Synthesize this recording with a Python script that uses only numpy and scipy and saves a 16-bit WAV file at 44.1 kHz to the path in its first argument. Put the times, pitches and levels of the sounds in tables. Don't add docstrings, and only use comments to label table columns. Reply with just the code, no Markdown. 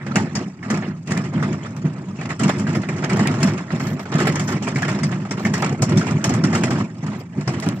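import sys
import numpy as np
from scipy import signal
from scipy.fft import rfft, irfft, next_fast_len
from scipy.io import wavfile
from scipy.ndimage import uniform_filter1d, map_coordinates

SR = 44100
rng = np.random.default_rng(int(sys.argv[2]) if len(sys.argv) > 2 else 0)


def bounce(signal):
    frames = np.transpose(np.atleast_2d(signal))
    limited = np.clip(frames, -1, 1)
    pcm = np.round(limited * 32767).astype(np.int16)
    wavfile.write(sys.argv[1], SR, pcm)


def gain_from_decibels(decibels):
    exponent = np.asarray(decibels, float) / 20
    return 10 ** exponent


N = 343980


def unit(x):
    return x / np.sqrt(np.mean(x ** 2) + 1e-20)


def along(points, hz):
    point_hz, value = np.transpose(points)
    return np.interp(np.log(hz + 1), np.log(point_hz + 1), value)


def wobble(rate_hz):
    knots = rng.standard_normal(int(N * rate_hz / SR) + 4)
    return map_coordinates(knots, [np.arange(N) * rate_hz / SR])


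def filtered(x, response):
    size = next_fast_len(N + SR // 2)
    hz = np.fft.rfftfreq(size, 1 / SR)
    return irfft(rfft(x, size) * response(hz), size)[..., :N]


def modes(table):
    def response(f):
        total = 0
        for k, (hz, width_hz, level_db) in enumerate(table):
            damping = 1j * f * width_hz
            total = total + (-1) ** k * gain_from_decibels(level_db) * damping / (hz * hz - f * f + damping)
        return total
    return response


def hiss(spectrum, patchy_db=0):
    cells = signal.stft(rng.standard_normal((2, N)), nperseg=256)[2]
    patches = uniform_filter1d(rng.standard_normal(cells.shape[1:]), size=3, axis=0)
    patches = uniform_filter1d(patches, size=6, axis=1)
    pair = signal.istft(cells * gain_from_decibels(patchy_db * unit(patches)), nperseg=256)[1][:, :N]
    return unit(filtered(pair, lambda hz: gain_from_decibels(along(spectrum, hz))))


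def onset(t, rise_s):
    return 1 - np.exp(-t / rise_s)


def dying(blows, t60_s, rise_s=0.00076):
    swelling = signal.lfilter([1], [1, -np.exp(-1 / (rise_s * SR))], blows) / (rise_s * SR)
    return signal.lfilter([1], [1, -gain_from_decibels(-60 / (t60_s * SR))], swelling)


def jolts(rate_hz, spread_db):
    size = np.minimum(rng.exponential(1, N), 2)
    return (rng.random(N) < rate_hz / SR) * gain_from_decibels(spread_db * size)


def cluster(t, hz, spread, count, phase_rad, uneven_db=0):
    pitch, turn, size = rng.standard_normal((3, count, 1))
    mode_hz = hz * np.exp(spread * pitch)
    tones = gain_from_decibels(uneven_db * size) * np.sin(2 * np.pi * mode_hz * t + phase_rad * turn)
    return unit(np.sum(tones, 0))


def add_at(track, start_s, sound):
    track[round(start_s * SR):][:len(sound)] += sound


# pitch_hz [Hz], density_db [dB per Hz]
AIR_COLOUR = [(12, -74), (20, -45), (98, 6.5), (176, 11.5), (488, -23), (1710, -29.5), (3770, -47),
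              (5500, -40), (7340, -41), (9000, -65), (11700, -94), (19800, -120)]


def air():
    return gain_from_decibels(-35.0) * hiss(AIR_COLOUR)


# start_s [s], length_s [s], from_hz [Hz], to_hz [Hz], level_db [dB]
BRACKET_CHIRPS = [
    (0.53, 0.025, 4300, 5000, -55),
    (1.5, .022, 5000, 6000, -49),
    (0.14, 0.021, 5200, 4200, -48),
]


def chirps():
    out = np.zeros(N)
    for start_s, length_s, from_hz, to_hz, level_db in BRACKET_CHIRPS:
        hz = np.linspace(from_hz, to_hz, round(length_s * SR))
        tone = np.sin(2 * np.pi * np.cumsum(hz) / SR)
        add_at(out, start_s, gain_from_decibels(level_db) * np.hanning(len(hz)) * tone)
    return out


# mid_s [s], length_s [s], level_db [dB]
HIGH_SWELLS = [
    (0.353, 0.055, -77),
    (3.47, 0.17, -60),
    (3.875, .19, -52),
    (4.023, .06, -57),
    (4.49, 0.15, -55),
    (5.08, 0.043, -57.5),
    (5.428, 0.12, -57.5),
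    (5.6, 0.077, -56),
    (7.198, 0.05, -57),
    (7.762, 0.071, -58),
]
# pitch_hz [Hz], width_hz [Hz], level_db [dB]
BEARING_MODES = [(11100, 1400, 9), (14300, 3100, 9)]


def axle():
    t = np.arange(N) / SR
    arch, gain = np.ones(N), np.zeros(N)
    for mid_s, length_s, level_db in HIGH_SWELLS:
        u = np.clip(2 * (t - mid_s) / length_s, -1, 1)
        arch = np.minimum(arch, u ** 2)
        gain += gain_from_decibels(level_db) * (1 - u ** 2)
    slip_hz = 1090 * (1 - 0.16 * arch) * (1 + 0.008 * wobble(120))
    cycle = 2 * np.pi * np.cumsum(slip_hz) / SR
    slips = sum(np.cos(k * cycle) * gain_from_decibels(5 * wobble(50)) for k in range(9, 15))
    rub = unit(slips) + 3 * rng.standard_normal((2, N))
    return gain * unit(filtered(rub, lambda hz: modes(BEARING_MODES)(hz) ** 2))


# start_s [s], peak_db [dB]
CLOSE_TICKS = [
    (1.176, -22),
    (3.273, -13),
    (3.433, -21),
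    (7.6003, -24.5),
    (7.688, -17.5),
]


def ticks():
    blows = np.zeros(N)
    for start_s, peak_db in CLOSE_TICKS:
        blows[round(start_s * SR)] = gain_from_decibels(peak_db + 7.5)
    colour = [(1000, -29), (3000, 12.5), (8000, 12.0), (12500, -5), (15500, -4)]
    return dying(blows, t60_s=0.0037) * hiss(colour)


# start_s [s], peak_db [dB], pitch_hz [Hz]
WASHER_JUMPS = [
    (0.353, -17, 5680),
    (4.3545, -24, 6000),
    (4.4736, -25, 5910),
    (5.0335, -22, 5290),
    (5.8207, -17, 6030),
    (5.9734, -22, 5810),
    (6.2407, -24, 5330),
    (6.437, -24, 5480),
    (7.4754, -25, 4940),
]


def jingles():
    out, t = np.zeros(N + SR), np.arange(SR // 8) / SR
    for start_s, peak_db, pitch_hz in WASHER_JUMPS:
        steel = cluster(t, pitch_hz, spread=0.09, count=10, phase_rad=3)
        add_at(out, start_s, gain_from_decibels(peak_db - 4.5 - 60 * t / 0.11) * onset(t, 0.001) * steel)
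    return out[:N] * [[1], [0.6]]


# start_s [s], peak_db [dB], top edge over peak edge_db [dB]
STONES = [(0.1894, -34, -29), (0.2244, -35, -37), (0.6514, -42, -29), (1.1187, -18.5, -32),
          (1.6611, -38, -49), (2.2117, -35, -37), (2.2563, -29.5, -35), (2.48, -24.5, -23),
          (2.5795, -36, -24), (2.596, -40, -26), (2.8174, -34.5, -28), (3.0444, -20.5, -35),
          (3.0925, -36, -31), (3.1314, -21.5, -30), (3.1694, -25, -19), (3.4737, -24, -34),
          (3.5354, -32, -27), (4.117, -36, -30), (4.14, -27, -25.5), (4.157, -36, -25), (4.2244, -31, -19),
          (4.2954, -32, -25), (4.3394, -42, -29), (4.356, -20, -29), (4.5034, -35, -17), (4.5241, -29, -18),
          (4.7174, -37, -27), (5.1157, -32, -30), (5.4694, -25, -23), (5.578, -25, -23), (5.6217, -21, -21),
          (5.645, -20, -31), (5.6625, -27, -27), (5.6935, -27, -29), (6.0087, -34, -24), (6.1094, -27, -24),
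          (6.2932, -22.5, -27), (6.3045, -28.5, -24), (6.4504, -24, -31), (6.4714, -32, -28),
          (7.4914, -28, -28), (7.5254, -35.5, -18), (7.5364, -36, -23), (7.6226, -33, -29),
          (7.662, -34.5, -14)]
# pitch_hz [Hz], density_db [dB per Hz]
PANEL_COLOUR = [(250, -1.5), (420, 2.5), (519, -8), (636, -0.5), (971, -5.5), (1330, -1.5), (1530, -8.5),
                (1730, -5), (2750, -12), (3780, -19.5), (4200, -18), (5460, -26), (9240, -120)]
# pitch_hz [Hz], density_db [dB per Hz]
METAL_COLOUR = [(1880, -7.5), (3200, -3), (3890, -8), (4600, -1.5), (5500, 2), (6340, -0.5), (7060, 2.5),
                (8220, -3), (9000, -16), (11700, -50), (19800, -120)]
# pitch_hz [Hz], density_db [dB per Hz]
SIZZLE_COLOUR = [(7500, -43), (8800, -1), (11000, 2), (15000, -10.5), (16000, -8.5)]


def pebbles():
    body, edge = np.zeros((2, N))
    t60_s = 0.032
    for start_s, peak_db, edge_db in STONES:
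        at = round(start_s * SR)
        body[at] = gain_from_decibels(peak_db - 2)
        edge[at] = gain_from_decibels(peak_db + edge_db + 6)
    grind = hiss(METAL_COLOUR, patchy_db=-4) + 1.3 * hiss(PANEL_COLOUR, patchy_db=2)
    cracks = dying(body, t60_s, rise_s=0.00055) * grind
    return cracks + dying(edge, 0.64 * t60_s, rise_s=0.0004) * hiss(SIZZLE_COLOUR)


# start_s [s], level_db [dB], pitch_hz [Hz]
RIM_BLOWS = [(.012, -29, 1800), (.156, -13, 2004), (.628, -24, 1890), (.701, -16.5, 1900),
             (1.116, -21.5, 1906), (1.426, -21, 1300), (2.495, -23, 1900), (2.668, -19.5, 1500),
             (2.834, -26, 1630), (3.098, -24, 2220), (4.759, -20, 1910), (4.829, -14, 1614),
             (5.312, -23.5, 2326), (5.452, -15, 1980), (5.538, -18, 1880), (6.012, -17.5, 1350),
             (.172, -19, 760), (.2, -21, 820), (7.485, -28, 700), (7.665, -28, 750), (5.828, -21, 560)]


def clonks():
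    out, t = np.zeros(N + SR), np.arange(SR // 10) / SR
    for start_s, level_db, pitch_hz in RIM_BLOWS:
        rim = cluster(t, pitch_hz, spread=0.11, count=6, phase_rad=1)
        add_at(out, start_s, gain_from_decibels(level_db - 60 * t / 0.07) * onset(t, 0.0007) * rim)
    return out[:N] * [[1], [0.5]]


# start_s [s], peak_db [dB], panel_hz [Hz], bright_db [dB], sizzle_db [dB]
HARD_SNAPS = [(1.173, -14, 2120, -29, -42), (2.254, -23.5, 2100, -28.5, -39),
              (2.433, -11.5, 2530, -19, -34), (2.755, -26, 1050, -18, -21), (2.834, -21.5, 1620, -44, -40),
              (2.887, -12.5, 2180, -27.5, -39), (3.27, -7.5, 2355, -31, -44),
              (3.429, -10.5, 2550, -15.5, -27), (3.577, -16, 1260, -25, -48), (3.993, -19, 1160, -24, -32),
              (4.27, -4.5, 1606, -27, -29), (4.677, -17.5, 1410, -23, -58), (4.82, -11.5, 1600, -21.5, -34),
              (5.032, -14, 2034, -17, -45), (5.309, -12.5, 1690, -20, -37), (5.82, -14.5, 1260, -9.5, -20),
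              (6.241, -9.5, 1570, -14, -22), (6.438, -14, 1274, -15.5, -32), (6.635, -7.5, 2196, -21, -33),
              (7.409, -24.5, 1460, -19.5, -29), (7.601, -31, 2010, -16, -14),
              (6.338, -24, 1510, -10.5, -19), (1.528, -22.5, 1340, -21, -34),
              (1.764, -26, 1420, -22, -24.5)]
# start_s [s], peak_db [dB], panel_hz [Hz], bright_db [dB]
FRAME_KNOCKS = [(0.064, -20.5, 1720, -24.5), (0.156, -6.5, 1990, -20.5), (0.351, -18, 1245, -15),
                (0.628, -29.5, 1590, -21), (0.701, -15, 1170, -16.5), (0.74, -17.5, 1175, -30),
                (1.073, -24.5, 2350, -15), (1.426, -15.5, 1244, -25.5), (1.645, -25, 1200, -34),
                (3.159, -20.5, 1210, -31), (3.192, -13.5, 1100, -20.5), (3.403, -19, 1030, -20.5),
                (3.704, -19, 1260, -32), (4.054, -22, 1380, -28), (4.395, -20, 1930, -10.5),
                (4.758, -13, 1950, -23.5), (5.121, -20, 1040, -31.5), (5.25, -25.5, 1220, -27),
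                (5.449, -13.5, 1930, -20.5), (5.537, -11, 1680, -17), (5.892, -24, 1220, -15),
                (5.972, -20, 1310, -9.5), (6.01, -18.5, 1354, -27.5), (6.549, -11.5, 2480, -19.5),
                (6.705, -13.5, 1360, -21), (7.064, -24.5, 1035, -20.5), (7.37, -46, 1350, -28),
                (7.475, -15.5, 1260, -20), (7.538, -23.5, 1004, -35.5)]
# start_s [s], peak_db [dB], panel_hz [Hz], bright_db [dB]
LONG_SHUDDERS = [(0.821, -18.5, 1770, -40), (1.106, -16.5, 1895, -20), (1.237, -22, 1316, -21.5),
                 (2.186, -22.5, 2280, -29), (2.29, -21, 1440, -22), (2.393, -15, 1484, -18.5),
                 (2.478, -13.5, 2050, -27), (2.581, -26.5, 1100, -13.5), (2.667, -20, 1460, -22.5),
                 (2.961, -28, 1074, -15), (3.021, -18.5, 1480, -27), (3.095, -10, 2155, -24.5),
                 (3.471, -14.5, 1345, -25.5), (3.796, -18, 1480, -20), (4.118, -13.5, 1225, -27.5),
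                 (4.182, -9.5, 1374, -23.5), (4.354, -12, 2037, -29.5), (4.477, -13, 1733, -20.5),
                 (4.623, -20.5, 1264, -14), (4.879, -9.5, 1905, -22), (5.371, -21.5, 1050, -24),
                 (5.621, -11.5, 1140, -31.5), (6.066, -14.5, 1050, -21.5), (6.292, -15, 1100, -21),
                 (6.527, -11.5, 1430, -22), (6.78, -26, 990, -15), (4.518, -17.5, 1470, -28.5),
                 (7.624, -17, 1214, -20), (7.686, -28, 1100, -24)]
# start_s [s], bright_peak_db [dB], panel_hz [Hz], panel over bright over_db [dB]
LIGHT_TAPS = [(0.406, -49.5, 929, 11), (0.43, -56, 1100, 30), (0.772, -35, 1100, 11),
              (1.336, -35, 1670, 11), (1.7065, -38.5, 1150, -13), (1.852, -42.5, 1210, 18.5),
              (2.211, -35, 2140, 15), (2.303, -31.5, 2020, 14), (2.448, -44, 1110, 21.5),
              (2.492, -18, 970, 7), (2.538, -38, 1020, 8.5), (2.596, -28.5, 1900, 6),
              (2.6926, -30, 1650, 3.5), (2.7287, -31.5, 1120, 3), (2.749, -24.5, 1020, 5.5),
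              (2.9816, -39.5, 1090, 16.5), (3.039, -26.5, 1320, 13), (3.3123, -27.5, 1140, 9),
              (3.34, -26.5, 1270, 9.5), (3.718, -31.5, 1070, -4), (3.8683, -24.5, 1080, -2),
              (4.153, -24, 1270, 5), (4.201, -22, 2010, 0), (4.221, -30.5, 1040, 12.5),
              (4.2537, -26, 1990, 10.5), (4.2924, -52, 1010, 9), (4.3226, -29.5, 925, 7.5),
              (4.67, -32.5, 2170, 16), (4.6847, -29, 1410, 3.5), (4.7473, -34, 1820, -4),
              (4.782, -27, 1330, -2), (4.8474, -34, 1580, 18.5), (4.947, -30.5, 1760, 14),
              (4.988, -29.5, 1920, 10), (5.2071, -35, 1390, 1), (5.3946, -33, 1090, 9),
              (5.6426, -44, 1100, 4), (5.6603, -35.5, 1740, 18.5), (5.6915, -40, 1340, 7),
              (5.709, -56, 939, -9), (5.9205, -34.5, 1090, 18), (5.9566, -33, 1240, 4),
              (6.1074, -38.5, 1360, 7), (6.1529, -56, 1670, 14), (6.5031, -33, 990, -3),
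              (6.8013, -36, 1100, 17), (7.1307, -40.5, 1440, 16), (7.662, -36.5, 1130, 14.5)]


def contacts_of_frame():
    contacts = [(*row, 0.11, 0.00097) for row in HARD_SNAPS]
    contacts += [(*row, row[-1] - 12, 0.15, 0.0012) for row in FRAME_KNOCKS]
    contacts += [(*row, row[-1] - 12.5, 0.19, 0.0039) for row in LONG_SHUDDERS]
    for start_s, bright_peak_db, panel_hz, over_db in LIGHT_TAPS:
        bright_db = -14.5 - over_db
        contacts.append((start_s, bright_peak_db + over_db, panel_hz, bright_db, bright_db - 10, 0.081, 0.00095))
    return contacts


# pitch_hz [Hz], width_hz [Hz], level_db [dB]
BOLT_MODES = [(4450, 90, -5), (5150, 45, 3), (5304, 60, 0), (5463, 65, 1), (5680, 120, -2), (7285, 150, -5)]


def knocks():
    ring, clack, bright, edge, jangle = np.zeros((5, N + SR))
    t = np.arange(SR // 5) / SR
    rebounds = np.pad(np.clip(wobble(200), -2, 1.2), (0, SR))
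    for start_s, peak_db, panel_hz, bright_db, sizzle_db, t60_s, rise_s in contacts_of_frame():
        at, life_s = round(start_s * SR), np.clip(t60_s, 0.02, 0.3)
        clear_db = 4 * np.log2(panel_hz / 1500)
        swell = onset(t, rise_s)
        panel = cluster(t, panel_hz, spread=0.12, count=5, phase_rad=3, uneven_db=3)
        panel_db = peak_db + clear_db - 10 - 60 * t / (0.55 * life_s)
        add_at(ring, start_s, gain_from_decibels(panel_db) * swell * panel)
        fall = gain_from_decibels(-60 * (t / life_s) ** 1.27) * swell
        add_at(clack, start_s, gain_from_decibels(peak_db - clear_db - 8.5) * fall)
        bounce_db = 2.5 * rebounds[at:][:len(t)] * (1.5 - np.exp(-t / 0.036))
        crack = gain_from_decibels(4.5 - 60 * t / 0.034) * swell
        rough_fall = fall * gain_from_decibels(bounce_db) + crack
        add_at(bright, start_s, gain_from_decibels(peak_db + bright_db + 0.5) * rough_fall)
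        add_at(edge, start_s, gain_from_decibels(peak_db + sizzle_db - 9.0) * rough_fall)
        jangle[at] = gain_from_decibels(peak_db + bright_db - 19)
    rattle = bright[:N] * hiss(METAL_COLOUR, patchy_db=3.5) + edge[:N] * hiss(SIZZLE_COLOUR, patchy_db=2.5)
    bolt_tone = 3 * unit(filtered(rng.standard_normal((2, N)), modes(BOLT_MODES)))
    bolts = dying(jangle[:N], t60_s=0.3, rise_s=0.0017) * bolt_tone
    panels = ring[:N] * [[1], [0.6]]
    return panels + clack[:N] * hiss(PANEL_COLOUR, patchy_db=3.0) + rattle + bolts


# start_s [s], peak_db [dB], tub_hz [Hz]
TYRE_BUMPS = [(0.155, -6, 200.6), (0.46, -17.5, 185), (0.627, -28, 130), (0.701, -9.5, 222),
              (0.878, -14.5, 193.7), (1.107, -11, 181), (1.176, -15, 207), (1.355, -12, 153),
              (1.435, -12, 147), (1.646, -22, 124), (1.842, -6, 153.3), (2.186, -14, 153.4),
              (2.306, -16, 141), (2.407, -12.5, 218), (2.457, -11.5, 179.5), (2.574, -17.5, 143),
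              (2.686, -7.5, 154), (2.738, -19, 153), (2.944, -16.5, 193), (3.034, -17, 139),
              (3.118, -9.5, 138.6), (3.194, -6, 199.6), (3.342, -15, 129), (3.426, -5.5, 193.6),
              (3.531, -12, 159.5), (3.609, -17.5, 176), (3.724, -6, 153.4), (4.145, -3.5, 153),
              (4.198, -10, 136), (4.278, -13, 201), (4.414, -14.5, 137), (4.757, -9.5, 141),
              (4.895, -15, 148), (5.037, -10.5, 152), (5.112, -10.5, 142), (5.449, -10.5, 202.4),
              (5.563, -16, 169), (5.818, -9.5, 133), (5.885, -11, 110), (5.97, -8, 158),
              (6.163, -15.5, 153), (6.245, -14, 128), (6.294, -13, 202), (6.351, -19, 194),
              (6.444, -9, 141), (6.529, -9.5, 214), (6.609, -8.5, 154), (6.694, -13.5, 237),
              (7.028, -10, 153), (7.373, -11.5, 153), (7.471, -10.5, 133.4), (7.661, -6.5, 173.5)]


def thumps():
    out, t = np.zeros(N + SR), np.arange(SR // 8) / SR
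    for start_s, peak_db, tub_hz in TYRE_BUMPS:
        pitch, turn = np.clip(rng.standard_normal((2, 3, 1)), -1.5, 1.5)
        overtone_hz = 1.6 * tub_hz * np.exp(0.2 * pitch)
        overtones = np.sum(np.sin(2 * np.pi * overtone_hz * t + 3 * turn), 0)
        swing = np.sin(2 * np.pi * tub_hz * t) + 0.2 * overtones * gain_from_decibels(-60 * t / 0.25)
        add_at(out, start_s, gain_from_decibels(peak_db + 5.0 - 60 * t / 0.11) * swing * onset(t, 0.011))
    return out[:N] * [[1], [0.15]]


# time_s [s], level_db [dB]
GROUND_ROUGHNESS = [(0, -22.5), (.4, -17), (.8, -21), (1.2, -13.5), (1.5, -20), (1.75, -29.5),
                    (2.15, -28.5), (2.45, -20.5), (2.95, -18.5), (3.3, -14.5), (3.8, -19.5), (4.3, -19.5),
                    (4.95, -18.5), (5.65, -16), (6.2, -17.5), (6.7, -15.5), (7.1, -22), (7.8, -29)]
# quietest_s (or roughest) [s], settling_s [s], return_s
# [s], depth_db [dB]
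SMOOTH_PATCHES = [(.03, 0.0099, 0.041, 6), (.31, 0.051, 0.054, 12.5), (0.535, 0.12, 0.11, 32.5),
                  (0.99, 0.13, 0.12, 47), (1.31, 0.2, 0.042, 14), (2.38, 0.032, 0.023, 17),
                  (3.68, 0.14, 0.13, 17), (4.09, 0.19, 0.014, 10.5), (4.6, 0.03, 0.019, 8.5),
                  (5.28, 0.28, 0.067, 12), (5.41, 0.13, 0.028, 9), (5.77, 0.036, 0.028, 13.5),
                  (6.9, 0.13, 0.1, 10.5), (6.97, 0.11, 0.2, 10.5), (7.31, 0.15, 0.063, 15),
                  (7.453, 0.093, 0.041, 10.5), (7.58, 0.29, 0.085, -3.5)]


def shaking_db():
    t, bumps = np.arange(N) / SR, np.zeros(N)
    ground_db = np.interp(t, *np.transpose(GROUND_ROUGHNESS))
    for quietest_s, settling_s, return_s, depth_db in SMOOTH_PATCHES:
        times_s = [quietest_s - settling_s, quietest_s, quietest_s + return_s]
        ground_db -= np.interp(t, times_s, [0, depth_db, 0])
    for start_s, peak_db, _ in TYRE_BUMPS:
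        bumps[round(start_s * SR)] = gain_from_decibels(peak_db - 14)
    return 20 * np.log10(gain_from_decibels(ground_db) + dying(bumps, t60_s=0.59, rise_s=0.0028))


def clatter(rate_hz):
    when, pitch, size, side = rng.random((int(rate_hz * N / SR), 4)).T
    hz = 791 * 2 ** (1.814 * pitch[:, None])
    k = np.arange(SR // 80)
    cycles = hz * k / SR
    fall = gain_from_decibels(-60 * cycles / 26) * (1 - np.exp(-k / 30))
    rings = gain_from_decibels(12 * size[:, None]) * np.sin(2 * np.pi * cycles) * fall
    at = ((when * N).astype(int)[:, None] + k).ravel()
    direct = np.bincount(at, rings.ravel(), N + SR)[:N]
    scattered = np.bincount(at, (rings * np.sign(side - 0.5)[:, None]).ravel(), N + SR)[:N]
    return unit(np.array([direct, scattered]))


# pitch_hz [Hz], width_hz [Hz], level_db [dB]
TUB_MODES = [(96.6, 14.8, -7.5), (126, 32.8, -5), (153, 13.3, 1.5), (185.4, 15.2, -2.5), (203.1, 16.6, 0.5),
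             (248.3, 45.4, -6.5), (300, 26.7, -8.5), (352, 43, -12), (394, 33, -16), (466, 230, -25.5),
             (661, 19, -18)]


def rolling():
    boom_db = shaking_db()
    over_mean_db = boom_db + 20
    chatter_db = -35.5 + 0.89 * over_mean_db
    grit_db = -55.5 + 0.68 * over_mean_db
    road = rng.standard_normal((2, N)) * gain_from_decibels(2.33 * wobble(18))
    tub = filtered(road, lambda hz: modes(TUB_MODES)(hz) / (1 + 1j * hz / 1500) ** 3)
    boom = gain_from_decibels(boom_db - 3.5) * unit(tub)
    contacts = jolts(rate_hz=90, spread_db=4)
    contact_swell = unit(dying(contacts, t60_s=0.047, rise_s=0.0016))
    chatter = unit(hiss(PANEL_COLOUR, patchy_db=4.5) * (0.99 + contact_swell))
    rings = clatter(rate_hz=900)
    grains = jolts(rate_hz=110, spread_db=4)
    shaking = unit(dying(contacts + grains, t60_s=0.021, rise_s=0.0053))
    grit = unit(hiss(METAL_COLOUR, patchy_db=4.5) * (0.42 + shaking))
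    sizzle = hiss(SIZZLE_COLOUR) * shaking ** 0.88 * gain_from_decibels(1.43 * grit_db + 8.0)
    walls = gain_from_decibels(chatter_db - 1.33) * chatter + gain_from_decibels(chatter_db - 7) * rings
    return boom + walls + (gain_from_decibels(grit_db + 5) + gain_from_decibels(-69.0)) * grit + sizzle


# pitch_hz [Hz], likeness [0-1]
PORT_LIKENESS = [(30, .8), (80, .993), (300, .997), (500, .97), (1000, .85), (2000, .3), (3000, .15),
                 (5000, .4), (15000, .3)]
# pitch_hz [Hz], lead_rad [rad]
PORT_LEAD = [(0, 0), (300, -.15), (950, -.8), (1550, -1.6), (5000, 3.3), (8600, 3.4), (8900, 6.4),
             (10300, 6.7), (12400, 13.4), (15900, 12.5)]
# pitch_hz [Hz], lean_db [dB]
PORT_LEAN = [(60, 0), (300, -0.9), (450, 1.2), (740, 0.5), (1220, -2), (2010, -10), (3100, -2.5), (5500, 4),
             (7300, 4.5), (8400, -5.5), (9500, -6), (11500, -3.5), (15000, 4)]


def ports(pair):
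    def shares(hz):
        turn = np.arccos(np.clip(along(PORT_LIKENESS, hz), 0, 1)) / 2
        return np.array([np.cos(turn), np.sin(turn)])

    def sides(hz):
        lead_rad = np.interp(hz, *np.transpose(PORT_LEAD))
        left = gain_from_decibels(along(PORT_LEAN, hz) / 2) * np.exp(0.5j * lead_rad)
        return np.array([left, 1 / left])

    direct, scattered = filtered(pair, shares)
    return filtered(np.array([direct + scattered, direct - scattered]), sides)


def scene():
    small_parts = chirps() + axle() + ticks() + jingles() + pebbles()
    return ports(air() + small_parts + clonks() + knocks() + thumps() + rolling())


def low_pass(x):
    return signal.sosfilt(signal.butter(12, 16360, fs=SR, output="sos"), x)


# pitch_hz [Hz], density_db [dB per Hz]
MIC_NOISE = [(8000, -52), (9000, -1), (13000, 3), (15800, 8)]


def record(dry):
    wind_cut = [(20, -24.5), (62, -18), (80, -7.5), (98, -1.0), (300, -1.5)]  # pitch_hz, gain_db
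    top = filtered(dry, lambda hz: hz > 8800)
    power = np.abs(uniform_filter1d(np.mean(top ** 2, 0), size=400))
    shut = 0.6 / (1 + power / gain_from_decibels(-61.5) ** 2)
    gated = dry - shut * top + gain_from_decibels(-79) * hiss(MIC_NOISE)
    mix = filtered(gated, lambda hz: gain_from_decibels(along(wind_cut, hz)) * (hz < 15900))
    return low_pass(mix)


dry = scene()
out = record(dry)
bounce(out)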